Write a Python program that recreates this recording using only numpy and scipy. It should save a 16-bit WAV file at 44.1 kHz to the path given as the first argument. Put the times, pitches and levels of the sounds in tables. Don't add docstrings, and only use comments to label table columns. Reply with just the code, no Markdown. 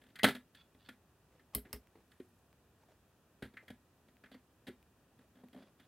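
import sys
import numpy as np
from scipy import signal
from scipy.fft import rfft, irfft
from scipy.io import wavfile
from scipy.ndimage import uniform_filter1d

SR = 44100
rng = np.random.default_rng(int(sys.argv[2]) if len(sys.argv) > 2 else 0)


def file_out(sig):
    cols = np.atleast_2d(sig).T
    lim = np.clip(cols, -1, 1)
    pcm = np.round(lim * 32767).astype(np.int16)
    wavfile.write(sys.argv[1], SR, pcm)


N = 258889

# pitch_hz, level_db, t60_s
BENCH_MODES = [(68, -17.5, 0.06), (128, -10, .09), (215, -2.5, 0.12), (252.2, 2.5, 0.12), (345, -10, 0.089),
               (392, -5, 0.048), (485, -8.5, 0.054), (590, -6.5, 0.043), (670, -13, 0.05)]
BOX_MODES = [(1027, -22, .04), (1335, -8, 0.04), (1487, -2, .06), (1697, 0.5, .055), (1888, -2.5, .06),
             (2020, -5, .055), (2446, -10.5, .04)]
SHAFT_MODES = [(3160, -3, .045), (3247, -1, 0.082), (3430, -2, 0.059), (3860, -7, 0.047),
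               (4350, -7.5, .035), (4780, -10.5, 0.04)]
# pitch_hz, level_db
BENCH_SPECTRUM = [(30, -44), (60, -24.5), (100, -12), (250, 0.5), (600, -3.5), (850, -14), (1300, -24.5),
                  (3000, -60.5)]
BOX_SPECTRUM = [(300, -34), (700, -17), (1000, -15), (1400, -2), (1800, 1), (2500, -8.5), (4000, -25),
                (9000, -49.5)]
SHAFT_SPECTRUM = [(1200, -27), (2600, -5.5), (3300, 1), (4500, -7), (5800, -23.5), (9000, -33)]
TIP_SPECTRUM = [(2000, -24), (5000, -3), (6500, -3), (9000, 1.5), (12500, 2.5), (14500, -7), (16000, -9)]
def contact(bench_db, box_db, shaft_db, tip_db=-8, light_rise_s=.0025, firm_rise_s=.0007):
    rise_s = np.interp(max(bench_db, box_db), [-62, -35], [light_rise_s, firm_rise_s])
    wall_tilt = np.interp(box_db, [-50, -30], [1, -5])
    bench = ring(BENCH_MODES, BENCH_SPECTRUM, dense_db=-6, dense_t60=.022, spread=.015,
                 tilt_db_per_octave=2, rise_s=rise_s)
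    box = ring(BOX_MODES, BOX_SPECTRUM, dense_db=3, dense_t60=.076, spread=.0015,
               tilt_db_per_octave=wall_tilt, rise_s=rise_s)
    shaft = ring(SHAFT_MODES, SHAFT_SPECTRUM, dense_db=5, dense_t60=.036, spread=.0045, rise_s=rise_s)
    tip = ring([], TIP_SPECTRUM, dense_db=0, dense_t60=.056, rise_s=rise_s)
    return amp(bench_db) * bench + amp(box_db) * box + amp(shaft_db) * (shaft + amp(tip_db) * tip)


# start_s, bench_db, box_db, shaft_db
KNOCK_HITS = [(0.1557, -72, -56, -58.5), (0.188, -69, -58, -57.5), (0.2323, -33.5, -47, -32.5),
              (0.2415, -21.5, -37, -30), (0.2431, -32, -24.5, -31.5), (0.286, -33, -44, -44.5),
              (0.349, -48, -52.5, -54), (0.362, -55, -58, -62), (0.547, -70, -65, -65),
              (0.745, -67.5, -77, -79), (0.887, -54.5, -54, -58.5), (1.394, -76, -69, -82),
              (1.65, -61.5, -65, -81), (2.116, -80, -70, -72), (2.1993, -56, -69, -73),
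              (3.423, -44.5, -51, -58), (3.5367, -62, -70.5, -77), (3.569, -73, -52.5, -70.5),
              (3.68, -65, -58, -63.5), (3.702, -48.5, -61, -62.5), (4.083, -68.5, -76, -78.5),
              (4.237, -62.5, -59.5, -73), (4.257, -69.5, -65, -77), (4.315, -57, -67, -69),
              (4.344, -54.5, -65.5, -72.5), (4.679, -48, -65.5, -63.5), (5.188, -65, -74, -79.5),
              (5.436, -54, -77, -81.5), (5.529, -62.5, -70.5, -71.5), (5.622, -60, -70.5, -76),
              (5.797, -65.5, -68.5, -71.5)]
# start_s, level_db
SLEEVE_PINGS = [(.1948, -45.5), (3.572, -55.5), (4.675, -64)]
HANDLE_BUMPS = [(2.2011, -49), (4.694, -49)]
# pitch_hz, level_db, t60_s
SLEEVE_MODES = [(1680, -9, 0.03), (2068, -1, 0.09), (1900, 1, 0.1), (2200, -12, 0.05)]
HANDLE_MODES = [(292, 2.5, 0.04), (363, 4.5, 0.045), (392, 1.5, 0.03)]
def knocks():
    out = np.zeros(N)
    for start_s, bench_db, box_db, shaft_db in KNOCK_HITS:
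        add(out, start_s, contact(bench_db, box_db, shaft_db))
    for start_s, level_db in SLEEVE_PINGS:
        ping = ring(SLEEVE_MODES, BOX_SPECTRUM, dense_db=-5, dense_t60=.04)
        add(out, start_s, amp(level_db) * ping)
    for start_s, level_db in HANDLE_BUMPS:
        bump = ring(HANDLE_MODES, BENCH_SPECTRUM, dense_db=-27, dense_t60=.033, rise_s=.0025)
        add(out, start_s, amp(level_db) * bump)
    return out


# start_s, length_s, thud_db, click_db
RATTLE_RUNS = [(0.015, .11, -68.5, -71), (0.264, 0.054, -37, -44), (3.433, .03, -55.5, -64),
               (4.668, 0.022, -59, -59), (5.353, .07, -65, -78.5), (5.546, 0.065, -53, -71)]
def rattles(count=5, jitter=.33, fall_db=-7.5, shaft_db=-2.5):
    out = np.zeros(N)
    for start_s, length_s, thud_db, click_db in RATTLE_RUNS:
        gaps = 1 + jitter * rng.uniform(-1, 1, count)
        for progress in (np.cumsum(gaps) - gaps) / count:
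            fade_db = fall_db * progress
            hit = contact(thud_db + fade_db, click_db + fade_db, click_db + shaft_db + fade_db)
            add(out, start_s + length_s * progress, hit)
    return out


def lightweight(x, cutoff_hz=119.7):
    return signal.sosfilt(signal.butter(2, cutoff_hz, "high", fs=SR, output="sos"), x)


# start_s, level_db
HAND_PRESSES = [(3.424, -49), (3.701, -57), (4.678, -57)]
# pitch_hz, level_db, t60_s
FLEX_MODES = [(72.3, -2.5, 0.18), (105, 1.5, .1), (123.3, 0, 0.15)]
def presses():
    out = np.zeros(N)
    for start_s, level_db in HAND_PRESSES:
        flex = ring(FLEX_MODES, BENCH_SPECTRUM, dense_db=-13.5, dense_t60=.034, rise_s=.0037)
        add(out, start_s, amp(level_db) * flex)
    return out


# start_s, spring_db, housing_db, ball_db, meter_db
SWITCH_STEPS = [(1.549, -34.5, -51.5, -39, -41.5), (1.7294, -52.5, -50, -45.5, -46.5)]
# pitch_hz, level_db, t60_s
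SPRING_MODES = [(11450, 2.5, 0.031), (12080, -1.5, 0.041), (12000, -18.5, .03), (12750, -20.5, 0.0222),
                (15100, -7, 0.019)]
HOUSING_MODES = [(1208, -11.5, 0.055), (2056, -5, 0.045), (3100, -8.5, .05), (4300, 0, 0.005),
                 (5200, 0.5, 0.008), (9950, -10.5, 0.06)]
METER_MODES = [(60.5, 1.5, 0.18), (104, -1, 0.066), (221.8, -1.5, 0.17), (256, -2.5, 0.075),
               (418, -4.5, 0.15)]
# pitch_hz, level_db
SPRING_SPECTRUM = [(3000, -26.5), (6500, -43.5), (8500, -41), (10000, -4), (12500, 15), (14200, -10.5),
                   (16000, 5.5)]
HOUSING_SPECTRUM = [(200, -39.5), (700, 7), (2300, 8), (4800, -8.5), (6000, -8), (9000, -18.5),
                    (16000, -1.5)]
BALL_SPECTRUM = [(2500, -9), (4200, -3.5), (5100, 1), (6300, -16), (8000, -3), (11200, 0), (13000, 3),
                 (16000, -13)]
def rotary_switch(settle_s=.029, thud_db=-10, click_db=-26.5):
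    out = np.zeros(N)
    for start_s, spring_db, housing_db, ball_db, meter_db in SWITCH_STEPS:
        spring = ring(SPRING_MODES, SPRING_SPECTRUM, dense_db=5, dense_t60=.021, spread=.004)
        housing = ring(HOUSING_MODES, HOUSING_SPECTRUM, dense_db=-1, dense_t60=.082)
        ball = ring([], BALL_SPECTRUM, dense_db=0, dense_t60=.023)
        rocking = ring(METER_MODES, BENCH_SPECTRUM, dense_db=-6.5, dense_t60=.025, rise_s=.0044)
        settling = contact(meter_db + thud_db, meter_db + click_db, meter_db + click_db)
        add(out, start_s, amp(spring_db) * spring + amp(housing_db) * housing + amp(ball_db) * ball)
        add(out, start_s + .0033, amp(meter_db) * rocking)
        add(out, start_s + settle_s, settling)
    return out


# start_s, length_s, level_db
TIP_SLIDES = [(0.549, 0.079, -68), (0.782, 0.064, -76.5), (0.839, 0.056, -70.5), (4.321, 0.029, -67.5),
              (5.568, 0.12, -80), (5.77, 0.096, -80.5)]
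# pitch_hz, level_db, t60_s
SCREW_MODES = [(3290, -16, 0.036), (3430, -1, 0.024), (4590, -12, 0.034)]
def scrapes(slips_per_s=1500, box_db=-7):
    out = np.zeros(N)
    for start_s, length_s, level_db in TIP_SLIDES:
        n = round(length_s * SR)
        slips = rng.exponential(1, n) * (rng.random(n) < slips_per_s / SR)
        screw = ring(SCREW_MODES, SHAFT_SPECTRUM, dense_db=-2, dense_t60=.026)
        box = ring(BOX_MODES, BOX_SPECTRUM, dense_db=15, dense_t60=.031)
        scrape = signal.fftconvolve(slips * signal.windows.tukey(n, .5), screw + amp(box_db) * box)
        add(out, start_s, amp(level_db) * scrape / (np.std(scrape[:n]) + 1e-12))
    return out


# start_s, length_s, level_db, centre_hz
RUSTLES = [(1.292, .14, -74.5, 545), (1.531, 0.02, -63.5, 1152), (1.618, 0.17, -68.5, 392),
           (1.928, 0.11, -68, 438.5), (1.952, 0.57, -88.5, 11500), (2.794, 0.056, -74, 850),
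           (2.87, 0.073, -71.5, 700), (3.622, 0.023, -67.5, 634), (5.179, 0.087, -76, 603),
           (5.551, 0.17, -71.5, 636)]
def rustles(grain_db=4):
    out = np.zeros(N)
    for start_s, length_s, level_db, hz in RUSTLES:
        n = round(length_s * SR)
        grain = amp(grain_db * unit_rms(uniform_filter1d(rng.standard_normal(n), size=300)))
        resonance = [(hz / 6, -18), (hz / 3, -8), (hz, 0), (hz * 1.25, -10), (hz * 5, -21), (hz * 18, -38)]
        rustle = colour(grain * rng.standard_normal(n), resonance)
        add(out, start_s, amp(level_db) * unit_rms(rustle * signal.windows.tukey(n, .6)))
    return out


TICK_TIMES = [1.872, 2.529, 4.169, 4.828, 5.486]
def ticks(level_db=-73):
    out = np.zeros(N)
    for start_s in TICK_TIMES:
        add(out, start_s, amp(level_db) * ring([], HOUSING_SPECTRUM, dense_db=0, dense_t60=.0021))
    return out


# pitch_hz, t60_s
ROOM_DECAY = [(60, 0.13), (250, 0.13), (1000, .12), (2500, .125), (6000, 0.14), (15000, .13)]
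def room(x, wet_db, early_s=.034, gap_s=.0061, echoes_per_s=4000):
    n = SR // 2
    t = np.arange(n) / SR
    echoes = rng.choice([-1., 1.], n) * (rng.random(n) < echoes_per_s / SR) * (t > gap_s)
    hz, time_s, bands = signal.stft(echoes, SR, nperseg=256)
    tone_db = curve([(400, -5), (1100, 0)], hz)[:, None]
    decay_db = 60 * np.maximum(time_s - early_s, 0) / curve(ROOM_DECAY, hz)[:, None]
    tail = signal.istft(bands * amp(tone_db - decay_db), SR, nperseg=256)[1]
    return x + amp(wet_db) * signal.fftconvolve(x, tail / np.linalg.norm(tail))[:N]


# pitch_hz, left_minus_right_db
PORT_BALANCE = [(2500, 2.5), (3500, -3.5), (4800, -4.5), (5900, -10.5), (6700, 0.5), (7900, 12), (9500, 4)]
def microphone_ports(x):
    lean = amp(curve([(1800, 0), *PORT_BALANCE, (11000, 0)], np.fft.rfftfreq(N, 1 / SR)))
    gains = 2 * np.array([lean, np.ones(len(lean))]) / (1 + lean)
    return irfft(rfft(x) * gains, N)


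# pitch_hz, level_db
RUMBLE_SPECTRUM = [(15, -42), (25, -14), (33, -24), (56, -3.5), (82, -3.5), (261, -9), (392, -11.5),
                   (473, -14), (587, -15), (1010, -18.5), (2150, -24), (2660, -26), (4330, -33),
                   (13400, -34.5), (15800, -35)]
HISS_SPECTRUM = [(24, -39), (40, -6), (130, -8), (513, -13), (659, -11.5), (1620, -15.5), (15800, -20)]
def background(rumble_db=-70, hiss_db=-81, dip_hz=2130, dip_width_hz=130, dip_db=-9):
    hz = np.fft.rfftfreq(N, 1 / SR)
    hollow_db = dip_db * np.exp(-((hz - dip_hz) / dip_width_hz) ** 2)
    rumble = irfft(rfft(rng.standard_normal(N)) * amp(curve(RUMBLE_SPECTRUM, hz) + hollow_db), N)
    hiss = irfft(rfft(rng.standard_normal(N)) * amp(curve(HISS_SPECTRUM, hz)), N)
    return amp(rumble_db) * unit_rms(rumble) + amp(hiss_db) * unit_rms(np.array([hiss, -hiss]))


def ring(modes, spectrum, dense_db, dense_t60, spread=.0092, tilt_db_per_octave=0, rise_s=.0001):
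    def tilt_db(hz):
        return tilt_db_per_octave * np.log2(max(hz / 260, 1))

    t = np.arange(SR // 4) / SR
    onset = 1 - np.exp(-t / rise_s)
    noise = rng.standard_normal(len(t)) * onset * amp(-60 * t / dense_t60)
    burst = unit_attack(colour(noise, [(hz, db + tilt_db(hz)) for hz, db in spectrum]))
    clear = np.zeros(len(t))
    for (hz, db, t60), (shift, weight) in zip(modes, rng.standard_normal((len(modes), 2))):
        level_db = db + 2.14 * weight + tilt_db(hz)
        clear += amp(level_db - 60 * t / t60) * np.cos(2 * np.pi * hz * (1 + spread * shift) * t)
    return unit_attack(unit_attack(clear * onset) + amp(dense_db) * burst)


def colour(x, spectrum, size=2048):
    log_gain = np.log(amp(curve(spectrum, abs(np.fft.fftfreq(size, 1 / SR)))))
    taps = np.fft.ifft(np.exp(np.conj(signal.hilbert(log_gain)))).real
    return signal.fftconvolve(x, taps[:size // 2])[:len(x)]


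def curve(points, hz):
    point_hz, values = np.transpose(points)
    return np.interp(np.log(hz + 1), np.log(point_hz + 1), values)


def amp(db):
    return 10 ** (np.asarray(db) / 20)


def unit_rms(x):
    return x / np.sqrt(np.mean(x ** 2) + 1e-20)


def unit_attack(x):
    return x / np.sqrt(np.mean(x[:round(.015 * SR)] ** 2) + 1e-20)


def add(mix, start_s, sound):
    part = mix[max(round(start_s * SR), 0):][:len(sound)]
    part += sound[:len(part)]


def scene():
    room_tone = background()
    probes = room(lightweight(knocks() + rattles()) + presses(), wet_db=-11.5)
    meter = room(rotary_switch(), wet_db=-9.5, early_s=.012)
    small_noises = ticks() + room(scrapes() + rustles(), wet_db=-11.5)
    return microphone_ports(probes + meter + small_noises) + room_tone


def record(dry, low_cut_hz=44, high_cut_hz=15950):
    thinned = signal.sosfilt(signal.butter(3, low_cut_hz, "high", fs=SR, output="sos"), dry)
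    band_limit = signal.firwin(401, high_cut_hz, window=("kaiser", 9), fs=SR)
    return signal.oaconvolve(thinned, band_limit[None], "same")


dry = scene()
out = record(dry)
file_out(out)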